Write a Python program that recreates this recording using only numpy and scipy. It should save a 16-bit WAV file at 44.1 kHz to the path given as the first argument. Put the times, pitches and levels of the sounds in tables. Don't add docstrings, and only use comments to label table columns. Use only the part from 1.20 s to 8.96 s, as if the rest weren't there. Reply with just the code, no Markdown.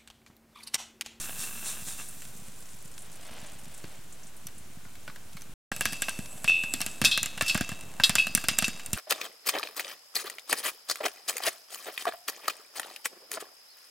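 import sys
import numpy as np
from scipy import signal
from scipy.fft import rfft, irfft
from scipy.io import wavfile
from scipy.ndimage import uniform_filter1d

SR = 44100
rng = np.random.default_rng(int(sys.argv[2]) if len(sys.argv) > 2 else 0)


def waveform_to_disk(signal):
    frames = np.transpose(np.atleast_2d(signal))
    scaled = np.clip(frames, -1, 1) * 32767
    samples = np.round(scaled).astype(np.int16)
    wavfile.write(sys.argv[1], SR, samples)


N = 342392
TIME = np.arange(N) / SR
GAP_START_S, GAP_END_S = 4.338, 4.516


def undb(db):
    return 10 ** (np.asarray(db) / 20)


def unit(x):
    return x / np.sqrt(np.mean(x ** 2) + 1e-20)


def fade(t, t60):
    return np.exp(-np.log(1000) * t / t60)


def swell(s, rise_s, fall_s):
    return np.exp(-.5 * ((TIME - s) / np.where(TIME < s, rise_s, fall_s)) ** 2)


def add(out, s, sound):
    i = max(int(s * SR), 0)
    out[i:i + len(sound)] += sound[:max(len(out) - i, 0)]


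def band(x, edges_hz):
    return signal.sosfilt(signal.butter(3, edges_hz, "band", fs=SR, output="sos"), x)


def colour(x, spectrum):
    hz, db = np.transpose(spectrum)
    bins_hz = np.maximum(np.arange(N // 2 + 1) * SR / N, 1)
    gain = undb(np.interp(np.log(bins_hz), np.log(hz), db))
    return unit(irfft(rfft(x) * gain, N))


def clicks(rate_hz, spread_db):
    hits = rng.random(N) < rate_hz / SR
    sign = rng.choice([-1, 1], N)
    size_db = spread_db * np.clip(rng.standard_normal(N), -2, 2)
    return hits * sign * undb(size_db)


def droplets(start_s, end_s, pitch_hz, spread_octaves, count):
    out, t = np.zeros(N), TIME[:SR // 25]
    envelope = fade(t, .026) - fade(t, .003)
    jitter_rad = .1 + 2 * abs(spread_octaves)
    draws = np.clip(rng.standard_normal((count, 2)), -2, 2)
    for s, (size, detune) in zip(rng.uniform(start_s, end_s, count), draws):
        hz = min(pitch_hz * 2 ** (spread_octaves * detune), SR / 3)
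        phase = 2 * np.pi * hz * t + jitter_rad * np.cumsum(rng.standard_normal(len(t)))
        add(out, s, undb(3 * size) * np.sin(phase) * envelope)
    return out


# pitch_hz, width_hz, level_db
KETTLE_MODES = [(206, 75, -4), (697, 164, 3), (1178, 220, -0.5), (1570, 59, -4.5), (1630, 51, 3),
                (1720, 470, -4.5), (2685, 75, 10.5), (3440, 160, -8), (6020, 210, 0.5), (7470, 340, 6.5),
                (8830, 1430, 1.5)]


def kettle(x, scatter_db=0):
    scatter = scatter_db * rng.standard_normal(len(KETTLE_MODES))
    out = x
    for (hz, width_hz, db), offset_db in zip(KETTLE_MODES, scatter):
        b, a = signal.iirpeak(hz, hz / width_hz, fs=SR)
        out = out + undb(db + offset_db) * signal.lfilter(b, a, x)
    return out


# low_hz, high_hz, t60_s, relative_db
BLOW_BANDS = [(67, 263, 0.022, 1.5), (528, 1780, 0.036, -2.5), (1208, 2560, 0.024, 2),
              (2050, 5200, 0.096, 1.5), (5560, 14300, 0.016, -1)]


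def burst(strength_db, brightness_db_per_octave, thump_db, ring_hz, spike, tail_db, tail_t60_s,
          wall_share, ring_db=4.02, scatter_db=4):
    t = TIME[:SR // 4]
    pivot_hz, pivot_t60_s = 2500, .049

    def level_db(hz):
        return strength_db + brightness_db_per_octave * np.log2(hz / pivot_hz)

    ring_t60_s = pivot_t60_s * np.sqrt(pivot_hz / ring_hz)
    out = undb(level_db(ring_hz) + ring_db) * np.sin(2 * np.pi * ring_hz * t) * fade(t, ring_t60_s)
    for k, (low_hz, high_hz, t60_s, band_db) in enumerate(BLOW_BANDS):
        db = band_db + (thump_db if k == 0 else level_db(np.sqrt(low_hz * high_hz)))
        scatter, grit = rng.standard_normal((2, len(t)))
        rattle = unit(grit * (rng.random(len(t)) < .03))
        push = scatter * fade(t, t60_s) + undb(tail_db) * rattle * fade(t, tail_t60_s)
        push[0] -= spike
        blow = band((1 - wall_share) * push + wall_share * kettle(push, scatter_db), (low_hz, high_hz))
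        out = out + undb(db) * blow / np.sqrt(np.sum(blow ** 2) / (SR / 100))
    return out


LID_EDGES = [2400, 3000, 4300, 6100, 15500]
# pitch_hz, level_db, relative_t60 (x blow t60)
LID_MODES = [(2583, -5, 1), (2627, -4, .5), (2668, 0, 1.05), (2886, -20, 1.1), (3128, -18, .7),
             (3203, -11, .45), (3346, -9, .8), (3546, -13, 1), (3600, -14, 1), (3799, -5, 1.1),
             (4141, -12, 1), (4460, -7, .9), (4511, -9, .7), (4913, -6, .9), (5269, -9, .7),
             (5397, -8, .55), (5663, -18, .6), (5949, -10, .75), (6325, -18, .8), (6562, -16, .6),
             (7277, -12, .5), (7596, -19, .6), (7900, -17, .4), (8400, -19, .5), (8680, -20, .5),
             (10220, -23, .5), (11020, -24, .5), (11460, -22, .5), (12390, -26, .4)]


def lid(levels_db, t60_s, weak_db, weak_count):
    t = TIME[:SR * 3 // 5]
    weak_hz = rng.uniform(LID_EDGES[1], LID_EDGES[-1], weak_count)
    weak_levels_db = weak_db - 5 * np.log2(weak_hz / LID_EDGES[1])
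    weak = np.transpose([weak_hz, weak_levels_db, np.full(weak_count, .55)])
    hz, db, life = np.vstack([LID_MODES, weak]).T[:, :, None]
    size, phase = rng.standard_normal((2, len(hz), 1))
    tones = np.sin(2 * np.pi * (hz * t + phase))
    modes = undb(db + 3.9 * size) * fade(t, t60_s * life) * tones
    out = 0
    for level_db, low_hz, high_hz in zip(levels_db, LID_EDGES, LID_EDGES[1:]):
        chatter = 1 + .13 * unit(band(rng.standard_normal(len(t)), (20, 300)))
        group = chatter * modes[((hz >= low_hz) & (hz < high_hz)).ravel()].sum(axis=0)
        out = out + undb(level_db) * group / np.std(group[:SR // 40])
    return out


# time_s, t60_s
LID_DAMPING = [(6.1, 0.98), (6.3, 0.84)]
# start_s, strength_db, brightness_db_per_octave, thump_db, ring_hz
KERNELS = [(4.5176, -35.5, -4.6, -37, 7730.0), (4.5637, -46, 5.5, -48, 2750.0),
           (4.609, -30.0, 2, -40, 1650.0), (4.623, -56, 8, -65, 4480.0), (4.6549, -27.5, 0.5, -39, 1650.0),
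           (4.724, -45, 3.5, -41.5, 1660.0), (4.7315, -39.5, 3.1, -47, 1650.0),
           (4.8208, -31.5, 3, -44, 7700.0), (4.8839, -33, -4.5, -43, 1580.0),
           (4.8933, -44.5, 7.5, -57, 1670.0), (4.99, -47.5, 2.5, -32, 1630.0),
           (5.2439, -35.5, 0, -37.5, 9010.0), (5.2972, -40.5, -4, -46, 3550.0),
           (5.4363, -41, 0.2, -40, 2880.0), (5.538, -35.5, 5, -36, 7530.0), (5.6048, -36, 0, -41, 4120.0),
           (5.6153, -35.5, 4.5, -50, 5610.0), (5.6634, -37.5, 4.5, -41.5, 1660.0),
           (5.8158, -30.0, 0, -26, 8810.0), (5.8412, -33, -0.5, -34.5, 4460.0),
           (5.976, -30, 1.5, -43.5, 3800.0), (6.0307, -35.5, 5.5, -45, 7270.0),
           (6.0596, -38, 3.5, -45, 7280.0), (6.177, -39.5, -0.8, -59, 2920.0),
           (6.21, -27, -2.5, -49, 1750.0), (6.223, -34.5, 2.3, -33, 1340.0),
           (6.346, -33.5, 1.5, -70, 2750.0), (6.3514, -33, -3.5, -25.5, 2750.0),
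           (6.376, -35, 1, -55, 1690.0), (6.4098, -33.5, -0.7, -27, 7190.0),
           (6.4917, -40, 1.5, -42, 7170.0), (6.5174, -43.5, -1.5, -35, 7910.0),
           (6.6099, -52.5, 4.5, -81, 9030.0), (6.7993, -33.5, -5.5, -35, 1560.0),
           (6.8948, -27.5, 1.1, -29, 8830.0), (6.954, -26.5, 2.5, -38, 7150.0),
           (7.0691, -36, 1, -41, 4050.0), (7.15, -31.5, 8.5, -31.5, 9310.0),
           (7.1752, -34, 1.0, -37, 1640.0), (7.2405, -36.5, 0, -41, 1570.0),
           (7.285, -24.5, 2, -35.5, 5110.0), (7.312, -49.5, 3, -39, 4910.0),
           (7.3825, -42, 0.3, -51, 7520.0), (7.387, -28.5, 5, -44, 7520.0),
           (7.4237, -32, 0.5, -31.5, 5740.0), (7.481, -37, 2.5, -33.5, 7130.0),
           (7.596, -45.5, 0, -59, 2490.0), (7.6614, -49.5, 8, -53, 8810.0), (7.7315, -36, 6.5, -30, 8920.0)]


def popping(trim_db=-1, rebound_db=-10, lid_db=(-17, -22, -18, -28)):
    out, t = np.zeros(N), TIME[:SR // 20]
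    for s, db, brightness, thump_db, hz in KERNELS:
        pop = burst(db, brightness, thump_db, hz, spike=7, tail_db=-24, tail_t60_s=.33, wall_share=1)
        add(out, s, undb(trim_db) * pop)
        impact = rng.standard_normal(len(t)) * fade(t, .014)
        rebound = band(kettle(impact, scatter_db=6), (1200, 13000))
        delay_s = rng.uniform(.003, .012)
        add(out, s + delay_s, undb(db + rebound_db) * rebound / np.std(rebound[:SR // 100]))
        if db > -38:
            t60_s = np.interp(s, *np.transpose(LID_DAMPING))
            add(out, s, lid(db + np.array(lid_db), t60_s, weak_db=-11, weak_count=16))
    return out


def ricochets(level_db=-17, settle_t60_s=1.0, onset_t60_s=.026, contact_t60_s=.0039):
    power, t = np.zeros(N), TIME[:SR // 2]
    for s, db, *_ in KERNELS:
        add(power, s, (undb(db) * (fade(t, settle_t60_s) - fade(t, onset_t60_s))) ** 2)
    contact = rng.standard_normal(len(t)) * fade(t, contact_t60_s)
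    patter = signal.fftconvolve(clicks(rate_hz=130, spread_db=1), contact)[:N]
    return undb(level_db) * np.sqrt(power) * unit(band(kettle(patter), (900, 6500)))


# start_s, lowest_modes_db, overtones_db, brightness_db_per_band, t60_s
RIM_STRIKES = [(5.2778, -18.5, -43, -7, 0.63), (5.848, -20.5, -25, -2.5, 0.15),
               (5.913, -29, -36.5, -11, 0.46), (6.2625, -32.5, -46, 4, 0.18), (6.2803, -43, -34.5, 0, 0.31),
               (6.296, -23.5, -40, -5.5, 0.1), (6.8361, -26.5, -24.5, -7, 0.1),
               (6.9833, -19, -39.5, -7.5, 0.24), (7.4436, -27, -37, -2, 0.099)]


def clinking(overtone_trims_db=(0, 2, -1), tick_t60_s=.2):
    out, t = np.zeros(N), TIME[:SR // 4]
    for s, low_db, high_db, brightness, t60_s in RIM_STRIKES:
        overtones_db = high_db + np.array(overtone_trims_db) + brightness * np.arange(-1, 2)
        levels_db = [low_db, *overtones_db]
        add(out, s, lid(levels_db, t60_s, weak_db=-18, weak_count=130))
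        tick = band(kettle(rng.standard_normal(len(t))), (1200, 12000)) * fade(t, tick_t60_s)
        add(out, s, undb(np.mean(levels_db)) * tick)
    return out


# pitch_hz, level_db
SLIDE_SPECTRUM = [(1470, -14), (2500, -7.5), (2660, -18.5), (3030, -11.5), (3690, -2.5), (4750, -8),
                  (5490, -4), (9080, -1.5), (15500, -17.5)]
# pitch_hz, level_db
TUMBLE_SPECTRUM = [(120, -5), (200, 1.5), (347, -9), (658, -12.5), (1560, -6), (2060, -14.5), (2640, -4),
                   (4000, -16), (5200, -32), (8800, -120)]
# fastest_slide_s, hiss_db, landing_lag_s, landing_db
KETTLE_SWINGS = [(0.005, -37, 0.091, -41.5), (0.218, -35.5, 0.032, -47), (0.477, -34.5, 0.056, -43.5),
                 (0.69, -38, 0.0088, -62), (0.799, -43, 0.0024, -44)]


def shaking(skid_db=-45, scrape_db=-45, roll_db=-48, rise_s=.024, fall_s=.042, landing_s=.011):
    shake_end_s, settle_db_per_s = .54, 16.5
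    moving = undb(-settle_db_per_s * np.maximum(TIME - shake_end_s, 0))
    hiss_power = (undb(skid_db) * moving) ** 2
    knock_power = (undb(roll_db) * moving ** 2) ** 2
    for s, hiss_db, lag_s, landing_db in KETTLE_SWINGS:
        hiss_power = hiss_power + (undb(hiss_db) * swell(s, rise_s, fall_s)) ** 2
        landing = swell(s + lag_s, landing_s, landing_s)
        knock_power = knock_power + (undb(landing_db) * landing) ** 2
    slide = colour(clicks(rate_hz=6000, spread_db=3.5), SLIDE_SPECTRUM)
    tumble = colour(clicks(rate_hz=400, spread_db=4), TUMBLE_SPECTRUM)
    hiss = np.sqrt(hiss_power) * unit(slide + kettle(slide))
    knocks = np.sqrt(knock_power) * unit(kettle(tumble))
    scrape_noise = unit(band(rng.standard_normal(N), (9000, 15500)))
    scrape = undb(scrape_db) * swell(.091, rise_s=.1, fall_s=.56) * scrape_noise
    return hiss + knocks + scrape


def sizzle(start_db=-46.5, calm_start_s=2.62, calm_db_per_s=30, floor_db=-56):
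    falling_db = start_db - calm_db_per_s * np.maximum(TIME - calm_start_s, 0)
    level_db = np.maximum(falling_db, floor_db)
    return undb(level_db) * droplets(0, N / SR, pitch_hz=8440, spread_octaves=.18, count=1100)


# start_s, level_db, centre_hz
OIL_SPITS = [(0.886, -27.5, 9100), (1.506, -38, 8500), (1.789, -33, 9000), (1.819, -33, 8950),
             (2.2643, -33.5, 8000), (2.5406, -38, 8260), (2.5765, -35, 8450), (2.924, -34, 8060),
             (3.0315, -37, 6640), (3.068, -35, 7560), (3.1652, -37, 10400), (3.38, -34, 8950)]


def spits(trim_db=-11, rise_t60_s=.0031, fall_t60_s=.075):
    out, t = np.zeros(N), TIME[:SR // 10]
    envelope = fade(t, fall_t60_s) - fade(t, rise_t60_s)
    for s, db, hz in OIL_SPITS:
        hiss = unit(band(rng.standard_normal(len(t)), (.8 * hz, 1.2 * hz)))
        add(out, s, undb(db + trim_db) * hiss * envelope)
    return out


def whistle(start_s=4.52, end_s=5.8, pitch_hz=7850, sputter_db=-44, hiss_db=-53):
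    wander = unit(uniform_filter1d(rng.standard_normal(N), size=3000))
    spurts = undb(3 * np.clip(wander, -2, 1))
    venting = uniform_filter1d(1. * ((TIME > start_s) & (TIME < end_s)), size=6000)
    hiss = undb(hiss_db) * venting * unit(band(rng.standard_normal(N), (7200, 12000)))
    sputter = droplets(start_s, end_s, pitch_hz, spread_octaves=.018, count=160)
    return hiss + undb(sputter_db) * spurts * sputter


# pitch_hz, level_db
STEAM_SPECTRUM = [(59, -31), (100, -27), (275, -6.5), (362, -14), (627, -8.5), (1960, -22), (2630, -19.5),
                  (5280, -31), (7730, -21), (15500, -29)]


def steam(steam_db=-54, shift_db=-58):
    fizz = colour(clicks(rate_hz=5000, spread_db=4), STEAM_SPECTRUM)
    flakes = unit(band(kettle(clicks(rate_hz=80, spread_db=4)), (600, 10000)))
    return (undb(steam_db) * fizz + undb(shift_db) * flakes) * (TIME > GAP_START_S)


# start_s, strength_db, brightness_db_per_octave, thump_db, ring_hz
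FIRE_SNAPS = [(1.0206, -51.5, 1.8, -65, 7320.0), (2.6413, -52, -1.5, -40.5, 4510.0),
              (3.2692, -53, 8, -67, 5970), (3.285, -62, -3, -65, 1850.0), (3.651, -61, -4, -68, 1440.0),
              (3.754, -57.5, -0.5, -75, 7260), (3.8781, -46.5, -4, -57, 1477),
              (3.898, -54, -3, -56, 1480.0), (3.9599, -54, 0.9, -63, 1650.0),
              (4.1688, -49.5, 0.5, -66, 2190), (4.219, -56, 5, -73, 6090.0)]


def fire(trim_db=-1, flutter_db=-58, crackle_db=-69):
    t = TIME[:SR // 20]
    puff = np.sin(2 * np.pi * 175 * t) * fade(t, .021)
    puffs = signal.fftconvolve(clicks(rate_hz=22, spread_db=5), puff)[:N]
    tick = rng.standard_normal(len(t)) * fade(t, .022)
    ticks = signal.fftconvolve(clicks(rate_hz=14, spread_db=17), tick)[:N]
    flutter = undb(flutter_db) * unit(band(puffs, (60, 290)))
    crackle = undb(crackle_db) * unit(band(ticks, (1000, 11000)))
    out = flutter + crackle
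    for s, *blow in FIRE_SNAPS:
        snap = burst(*blow, spike=5, tail_db=-17, tail_t60_s=.1, wall_share=.1, ring_db=9.02)
        add(out, s, undb(trim_db) * snap)
    return out


# pitch_hz, level_db
CLOTH_SPECTRUM = [(150, -39), (250, -4), (289, -9), (358, -12), (634, -0.5), (983, -8.5), (3210, -8),
                  (6000, -16), (7800, -36), (13200, -120)]
# middle_s, width_s (standard deviation), level_db
CLOTH_RUBS = [(1.282, 0.033, -59), (1.86, 0.037, -60), (2.173, 0.14, -49.5), (2.53, 0.063, -57.5),
              (2.713, 0.055, -55)]


def sleeve(scuff_db=.5):
    scuffs = unit(uniform_filter1d(rng.standard_normal(N), size=700))
    rubbing = sum(undb(db) * swell(s, width_s, width_s) for s, width_s, db in CLOTH_RUBS)
    cloth = colour(clicks(rate_hz=1500, spread_db=2), CLOTH_SPECTRUM)
    return rubbing * undb(scuff_db * scuffs) * cloth


def outdoors(x, bass_db=-15, low_db=-9, middle_db=-18, high_db=-17, t60_s=.063):
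    t = TIME[:SR // 10]
    echo = rng.standard_normal(len(t)) * fade(t, t60_s)
    scatter = signal.fftconvolve(x, echo / np.linalg.norm(echo))[:N]
    bands = [(bass_db, (70, 240)), (low_db, (230, 800)), (middle_db, (900, 1700)), (high_db, (4000, 15500))]
    return sum(undb(db) * band(scatter, edges_hz) for db, edges_hz in bands)


# pitch_hz, level_db
AIR_SPECTRUM = [(15, -46), (25, -10.5), (35, -18), (55, -18), (126, -17.5), (359, -26), (1050, -29.5),
                (1300, -30.5), (1530, -28), (1660, -31.5), (2630, -31.5), (4870, -35.5), (7500, -33),
                (15500, -40)]


def open_air(level_db):
    return undb(level_db) * colour(rng.standard_normal(N), AIR_SPECTRUM)


def scene():
    corn = popping() + ricochets() + clinking() + shaking()
    oil_and_steam = sizzle() + spits() + whistle() + steam()
    near = corn + oil_and_steam + fire() + sleeve()
    mid = near + open_air(level_db=-53)
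    side = outdoors(near) + open_air(level_db=-59)
    return np.array([mid + side, mid - side])


def record(dry):
    offset, ceiling, top_hz = .0103, .85, 16000
    running = uniform_filter1d(1. * ((TIME < GAP_START_S) | (TIME > GAP_END_S)), size=90)
    rounded = ceiling * np.tanh(dry / ceiling)
    low_pass = signal.ellip(8, .2, 70, top_hz, fs=SR, output="sos")
    return signal.sosfilt(low_pass, (rounded + offset) * running)


dry = scene()
out = record(dry)
waveform_to_disk(out)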